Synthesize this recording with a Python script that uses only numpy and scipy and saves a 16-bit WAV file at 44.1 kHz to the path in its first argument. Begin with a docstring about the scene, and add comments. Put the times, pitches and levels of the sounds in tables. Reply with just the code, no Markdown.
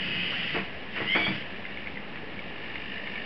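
"""The servos of a clear plastic hobby robot arm grind through two swings on a wooden table: rough noise
through ringing cases, over a table rumble. Shaft tones sink in the first swing; gear tones whine mostly
upward in the second. Knocks ring table modes and rattle plastic, and a short scrape rises in pitch.
A pulsed buzz runs throughout and grows as the servos hold their load, with single twitches of tone and crack.
A small room adds shaped noise, steady hum and a diffuse tail; a narrow band limits it all."""
import sys
import numpy as np
from scipy import signal
from scipy.fft import rfft, irfft, next_fast_len
from scipy.io import wavfile
from scipy.ndimage import uniform_filter1d, map_coordinates

SR = 44100
rng = np.random.default_rng(int(sys.argv[2]) if len(sys.argv) > 2 else 0)


def digitize_waveform(pressure):
    """Quantize a signal to 16-bit integers and store it at the path in sys.argv[1].

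    Rows of a 2-D input are taken as channels; values are limited to [-1, 1].
    """
    field = np.atleast_2d(pressure).T
    bounded = np.clip(field, -1, 1)
    quanta = np.round(bounded * 32767).astype(np.int16)
    wavfile.write(sys.argv[1], SR, quanta)


N = 143325  # length [samples]


def amp(db):
    """Level in dB to linear gain."""
    return 10 ** (np.asarray(db) / 20)


def unit(x):
    """Scale to an rms of one."""
    return x / np.sqrt(np.mean(x ** 2) + 1e-20)


def curves(rows):
    """One value per sample for each column after the time."""
    s, *cols = np.transpose(rows)
    return [np.interp(np.arange(N) / SR, s, c) for c in cols]


def wobble(rate):
    """A smooth random curve, rate knots a second."""
    knots = rng.standard_normal(int(N * rate / SR) + 4)
    return map_coordinates(knots, [np.arange(N) * rate / SR])


def filtered(x, response):
    """Shape the spectrum of x by a complex response of frequency."""
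    m = next_fast_len(N + SR // 2)
    return irfft(rfft(x, m) * response(np.fft.rfftfreq(m, 1 / SR)), m)[:N]


def colour(points):
    """Response through (frequency [Hz], level [dB]) points on a log axis."""
    f, db = np.transpose(points)
    return lambda hz: amp(np.interp(np.log(hz + 1), np.log(f + 1), db))


def rings(peaks):
    """Causal response of a set of resonances, alternating in sign."""
    def response(f):
        return sum((-1) ** k * amp(db) * 1j * f * width / (centre ** 2 - f * f + 1j * f * width)
                   for k, (centre, width, db) in enumerate(peaks))
    return response


def add(track, s, sound):
    """Mix a sound in at a time."""
    part = track[round(s * SR):][:len(sound)]
    part += sound[:len(part)]


def gate(start, end, fade):
    """On between two times, with linear fades inside them."""
    t = np.arange(N) / SR
    return np.clip(np.minimum(t - start, end - t) / fade, 0, 1)


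def orders(track, multiples, waver, flutter_db):
    """Rotation tones: fluttering multiples of one moving, wavering rate."""
    hz, level_db = curves(track)
    phase = 2 * np.pi * np.cumsum(hz * (1 + waver * wobble(150))) / SR
    tones = sum(amp(db + flutter_db * wobble(70)) * np.sin(k * phase) for k, db in multiples)
    return gate(track[0][0] - .015, track[-1][0], .015) * amp(level_db) * tones


# Drive effort before the closing fade:
# (time [s], gear grind level [dB], table rumble level [dB], case rings relative to the grind [dB])
DRIVE_EFFORT = [(0, -37, -47, -4), (.22, -36, -42.5, -1), (.52, -35, -55, -12.5), (.56, -34, -38.5, -6.5),
                (.6, -41, -42, -4), (.664, -47, -65, 1), (.72, -53, -56, -2), (.89, -53.5, -69, -9),
                (.965, -38, -48, -10.5), (1.05, -40, -45.5, -7.5), (1.12, -40.5, -48, -15),
                (1.16, -35, -52, -22), (1.21, -33, -47, -16.5), (1.28, -37.5, -41.5, -19),
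                (1.36, -32.5, -37.5, -7.5), (1.45, -39.5, -42, -12), (1.6, -61, -67, -11)]
# Grind colour: (frequency [Hz], relative level [dB])
GRIND_COLOUR = [(530, -53), (900, -28.5), (1380, -13), (1720, -8.5), (1960, -1), (2370, -10.5), (2980, -3),
                (3920, -23), (5010, -23), (5570, -37), (7240, -56), (12300, -120)]
# Narrow rings of the servo cases: (frequency [Hz], width [Hz], relative level [dB])
SERVO_CASE_RINGS = [(2150, 240, -7.5), (2565, 30, 4.5), (2690, 22, -2), (2886, 46, 4.5), (4460, 12, -28.5),
                    (4360, 60, -22), (4790, 67, -14.5)]
# Table resonances under the motor, for each of two passes: (frequency [Hz], width [Hz], relative level [dB])
TABLE_RUMBLE = [(50, 44, -9), (126, 41, -2), (185.8, 27, 0.5), (293, 80, -4)]
GRIND_END_S, GRIND_FADE_S = 1.653, .47
LUMPS_PER_S, LUMP_DB = 300, 1.5  # unevenness of the tooth contacts


def grind():
    """Uneven tooth contacts excite the servo cases; the motor shakes the table."""
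    grind_db, rumble_db, ring_db = curves(DRIVE_EFFORT)

    def teeth():
        """Lumpy noise of gear teeth meeting."""
        return rng.standard_normal(N) * amp(LUMP_DB * wobble(LUMPS_PER_S))

    body = unit(filtered(teeth(), colour(GRIND_COLOUR)))
    case = unit(filtered(teeth(), rings(SERVO_CASE_RINGS)))
    once_rung = filtered(rng.standard_normal(N), rings(TABLE_RUMBLE))
    rumble = unit(filtered(once_rung, rings(TABLE_RUMBLE)))
    drive = amp(grind_db) * (body + amp(ring_db) * case) + amp(rumble_db) * rumble
    return gate(-1, GRIND_END_S, GRIND_FADE_S) * drive


# First swing, slowing under load: (time [s], shaft rate [Hz], level [dB])
SHAFT_SWING = [(0, 200.6, -46.5), (.1, 197.1, -45), (.2, 197.8, -44), (.3, 198.6, -47), (.37, 185.9, -44),
               (.5, 180.2, -47.5), (.62, 177.4, -49.5)]
# Shaft tones: (multiple of the shaft rate, relative level [dB])
SHAFT_TONES = [(.9, 0), (10.3, -7.5), (12.2, -5.5), (13.1, 0.5), (13.7, 0), (14.6, 6), (15.5, 1),
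               (16.3, -3.5), (24.4, -15.5)]


def shaft_whine():
    """The motor shaft sings at multiples of its rate during the first swing."""
    return orders(SHAFT_SWING, SHAFT_TONES, waver=.006, flutter_db=4)


# Holding effort: (time [s], gear chatter level [dB], clean kick level [dB])
HOLD_EFFORT = [(0, -49.5, -56), (.7, -47.5, -60.5), (1.4, -48, -50), (1.8, -46.5, -49.5),
               (2.05, -50, -63.5), (2.3, -48, -55.5), (2.5, -48, -47.5), (2.66, -44, -44.5),
               (2.9, -44, -43.5), (3.05, -44, -44), (3.25, -43.5, -43)]
# Case rings of the chatter: (frequency [Hz], width [Hz], relative level [dB])
CHATTER_RINGS = [(1795, 195, 4.5), (2320, 290, 2.5), (2838, 252, 2), (2940, 33, -6.5), (3570, 300, -20.5),
                 (5050, 520, -21)]
# Case rings of the kicks, for each of two passes: (frequency [Hz], width [Hz], relative level [dB])
CASE_KICK_RINGS = [(1805, 130, 0), (2305, 90, -2), (2480, 90, -2), (2705, 70, 0), (2880, 100, 0),
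                   (3080, 90, -6), (3550, 130, -6)]
FRAME_HZ, FRAME_START_S, FRAMES = 50.13, .0045, 163
BUZZ_SCATTER_DB, BUZZ_BURST_S = .8, .04  # strength spread; time for a burst to decay to 1/e


def buzz():
    """A motor kick once per control frame rings the case, trailed by a burst of gear chatter."""
    at = np.round((FRAME_START_S + np.arange(FRAMES) / FRAME_HZ) * SR).astype(int)
    pulses = np.zeros(N)
    pulses[at] = amp(BUZZ_SCATTER_DB * rng.standard_normal(len(at)))
    once_rung = filtered(pulses, rings(CASE_KICK_RINGS))
    kicks = filtered(once_rung, rings(CASE_KICK_RINGS))
    decay = np.exp(-np.arange(SR // 16) / SR / BUZZ_BURST_S)
    bursts = signal.fftconvolve(pulses, decay)[:N]
    chatter = filtered(bursts * rng.standard_normal(N), rings(CHATTER_RINGS))
    chatter_db, kick_db = curves(HOLD_EFFORT)
    return amp(chatter_db) * unit(chatter) + amp(kick_db) * unit(kicks)


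# Colour of the room floor: (frequency [Hz], relative level [dB])
AIR_COLOUR = [(15, -54.5), (25, -15.5), (85, -7.5), (119, -10), (196, -3), (269, -5.5), (308, -6.5),
              (554, -8.5), (607, -10.5), (680, -10), (1500, -17.5), (1680, -16), (1880, -12.5), (2890, -15),
              (5570, -42), (7240, -84.5), (12300, -120)]
# Steady tones, before their slight wobble: (frequency [Hz], rms level [dB])
HUM_TONES = [(199, -56), (1696, -54.5)]
AIR_DB = -41.5  # rms level of the room noise


def air():
    """Room noise in faint patches of time and pitch, with slightly unsteady tones."""
    cells = signal.stft(rng.standard_normal(N), nperseg=512)[2]
    across_pitch = uniform_filter1d(rng.standard_normal(cells.shape), 6, 0)
    patches = unit(uniform_filter1d(across_pitch, 10, 1))
    noise = signal.istft(cells * amp(.8 * patches), nperseg=512)[1][:N]
    t = np.arange(N) / SR
    hum = sum(np.sqrt(2) * amp(db + 1.7 * wobble(8)) * np.sin(2 * np.pi * hz * t + 1.1 * wobble(4.5))
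              for hz, db in HUM_TONES)
    return amp(AIR_DB) * unit(filtered(noise, colour(AIR_COLOUR))) + hum


SCRAPE_S, SCRAPE_HZ, SCRAPE_RISE_HZ_PER_S = .32, 1050, 20000
SCRAPE_DB, SCRAPE_T60_S = -36.5, .3


def scrape():
    """A short rough scrape: a rising tone shaken by smoothed noise."""
    out, t = np.zeros(N), np.arange(SR // 12) / SR
    rough = unit(uniform_filter1d(rng.standard_normal(len(t)), size=36))
    tone = np.sin(2 * np.pi * (SCRAPE_HZ + SCRAPE_RISE_HZ_PER_S * t / 2) * t)
    add(out, SCRAPE_S, amp(SCRAPE_DB - 60 * t / SCRAPE_T60_S) * (.5 + rough) * tone)
    return out


# Jolts of the arm: (time [s], blow level [dB], rattle relative to the blow [dB],
# pitch the blow favours [Hz], ring length over the free table's [ratio])
JOLTS = [(.544, -19.5, 1.5, 302, .6), (.562, -17, -1, 460, 0.83), (.585, -20, -2, 169, .8),
         (.962, -32, 10, 1200, 0.55), (.974, -22, 3, 360, 0.36), (1.002, -18.5, -2, 380, 0.6),
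         (1.014, -18, -2, 133, 0.81), (1.055, -27.5, 3, 400, 0.59), (1.149, -17, 6, 330, 1.2),
         (1.162, -17, 4, 720, 1.7), (1.205, -23, 2, 320, 1.3), (1.266, -24, 5, 1050, .9),
         (1.278, -18, -6, 202, 1.16), (1.305, -24, 1.5, 317, 0.62)]
# Modes of the free table: (frequency [Hz], relative level [dB], time to fall 60 dB [s])
TABLE_MODES = [(130, -2, .25), (195, -1, .28), (265, -5, .14), (320, -1, .26), (375, -5, .14),
               (450, -4, .16), (600, -3, .12), (690, -3, .24), (870, -4, .16), (1040, -5, .1),
               (1170, -4, .16), (1400, -4, .09)]
# Colour of the plastic rattle: (frequency [Hz], level [dB])
RATTLE_COLOUR = [(150, -13.5), (500, 2.5), (1500, 4), (2500, 6), (3500, -33), (5500, -37.5)]
RATTLE_T60_S, RATTLE_DB = .15, -7  # RATTLE_DB trims every rattle
FAVOUR_DB = 10  # loss of a mode one octave from the favoured pitch


def knocks():
    """Each jolt rings the table modes near its own pitch and rattles the plastic frame."""
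    wood, plastic, t = np.zeros(N), np.zeros(N), np.arange(SR // 3) / SR
    for s, db, rattle_db, favoured, length in JOLTS:
        ring = np.zeros(len(t))
        for hz, level, t60 in TABLE_MODES:
            detuning_loss = FAVOUR_DB * np.log2(hz / favoured) ** 2
            mode_db = level - detuning_loss + rng.normal(0, 1.5) - 60 * t / t60 / length
            mode_hz = hz * rng.normal(1, .0085)
            ring += amp(mode_db) * np.sin(2 * np.pi * mode_hz * t + rng.uniform(0, 2 * np.pi))
        add(wood, s, amp(db - 12) * ring * (1 - np.exp(-t / .0011)))
        rattle_envelope = amp(db + rattle_db + RATTLE_DB - 60 * t / RATTLE_T60_S)
        add(plastic, s, rattle_envelope * rng.standard_normal(len(t)))
    return wood + filtered(plastic, colour(RATTLE_COLOUR))


# Second swing, speeding up: (time [s], tooth rate [Hz], level [dB])
GEAR_SWING = [(.94, 900, -48), (.97, 940, -42), (1.02, 975, -47), (1.062, 955, -48), (1.075, 975, -35),
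              (1.1, 1030, -35), (1.13, 1048, -31), (1.15, 1090, -33), (1.172, 1138, -34),
              (1.225, 1135, -38), (1.255, 1132, -31), (1.292, 1160, -36), (1.308, 1170, -46),
              (1.35, 1160, -50)]
# Gear tones: (multiple of the tooth rate, relative level [dB])
GEAR_TONES = [(2, 5), (2.1, -5), (3, -2.5), (2.91, -1.5), (3.09, -5), (4, 1), (4.09, -8.5), (5, -11)]
# Colour the housing gives the whine: (frequency [Hz], level [dB])
HOUSING_COLOUR = [(1800, -7.5), (2070, 2.5), (2280, 0), (2900, 4), (3250, 0), (3550, -6.5), (3800, -31.5),
                  (4300, -31), (4500, -13), (5200, -11.5), (5700, -27.5)]


def gear_whine():
    """Meshing teeth whine at multiples of their rate through the housing in the second swing."""
    gears = orders(GEAR_SWING, GEAR_TONES, waver=.012, flutter_db=2.2)
    return filtered(gears, colour(HOUSING_COLOUR))


# Single corrections: (time [s], level [dB], pitch [Hz], crack relative to the ring [dB])
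TWITCH_TICKS = [(1.4227, -26, 2094, -2), (1.6521, -21, 2080, 0), (1.7724, -22, 2200, 0),
                (1.8603, -31, 2080, 0), (1.8716, -21, 2180, 0), (1.9565, -27, 2100, 0),
                (1.9729, -23, 1990, 0), (2.1575, -25, 1900, 7), (2.1734, -32, 2210, 5),
                (2.3915, -25, 2270, 0), (2.7556, -22, 2120, 2), (2.9716, -25, 2040, 0),
                (3.0724, -21, 2140, 3), (3.1557, -24, 2250, 3), (3.1755, -25, 2200, 0)]
TWITCH_T60_S = .02  # fall of the whole tick
CRACK_T60_S = .02  # extra fall of the crack within it


def twitches():
    """A second servo corrects itself with single short ticks of ringing tones and noisy crack."""
    out, t = np.zeros(N), np.arange(SR // 20) / SR
    for s, db, hz, crack_db in TWITCH_TICKS:
        ring = sum(gain * np.sin(2 * np.pi * ratio * hz * t)
                   for ratio, gain in [(1, 1), (.8, .28), (1.3, .24)])
        crack = amp(crack_db - 60 * t / CRACK_T60_S) * rng.standard_normal(len(t))
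        envelope = amp(db - 60 * t / TWITCH_T60_S) * (1 - np.exp(-t / .0005))
        add(out, s, envelope * (ring + crack))
    return filtered(out, colour([(400, -25), (900, -3), (2500, 0), (3700, -7), (5000, -30)]))


ROOM_T60_S, ROOM_DB = .3, -9


def room(x):
    """A short diffuse tail of decaying noise, starting after a 4 ms gap."""
    t = np.arange(SR // 2) / SR
    tail = rng.standard_normal(len(t)) * amp(-60 * t / ROOM_T60_S) * (t > .004)
    return signal.fftconvolve(x, tail / np.linalg.norm(tail))[:N]


def scene():
    """The arm and its room tail over the room's own noise."""
    arm = grind() + shaft_whine() + buzz() + scrape() + knocks() + gear_whine() + twitches()
    return (arm + amp(ROOM_DB) * room(arm) + air())[None]


# Leak of the mirrored band: (frequency [Hz], level [dB])
MIRROR_LEAK = [(5700, -27), (6500, -38), (7500, -41), (8000, -47), (9000, -59), (9800, -70), (10500, -120)]
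SAMPLE_HZ, BAND_HZ, TOP_HZ = 11025, 5722, 15700  # converter rate, band edge, upper limit of the output
HISS_DB = -91  # before the upper limit
OFFSET = -.0093  # constant, in full scale


def record(dry):
    """A slow converter: narrow band, a faint mirror image above it, faint hiss, a small constant offset."""
    band = filtered(dry[0], lambda hz: hz < BAND_HZ)
    # multiplying by the converter rate folds the band over to its mirrored place
    mirrored = 2 * band * np.cos(2 * np.pi * SAMPLE_HZ * np.arange(N) / SR)
    image = filtered(mirrored, lambda hz: colour(MIRROR_LEAK)(hz) * (hz > BAND_HZ))
    hiss = amp(HISS_DB) * rng.standard_normal(N)
    return filtered(band + image + hiss, lambda hz: hz < TOP_HZ)[None] + OFFSET


dry = scene()
out = record(dry)
digitize_waveform(out)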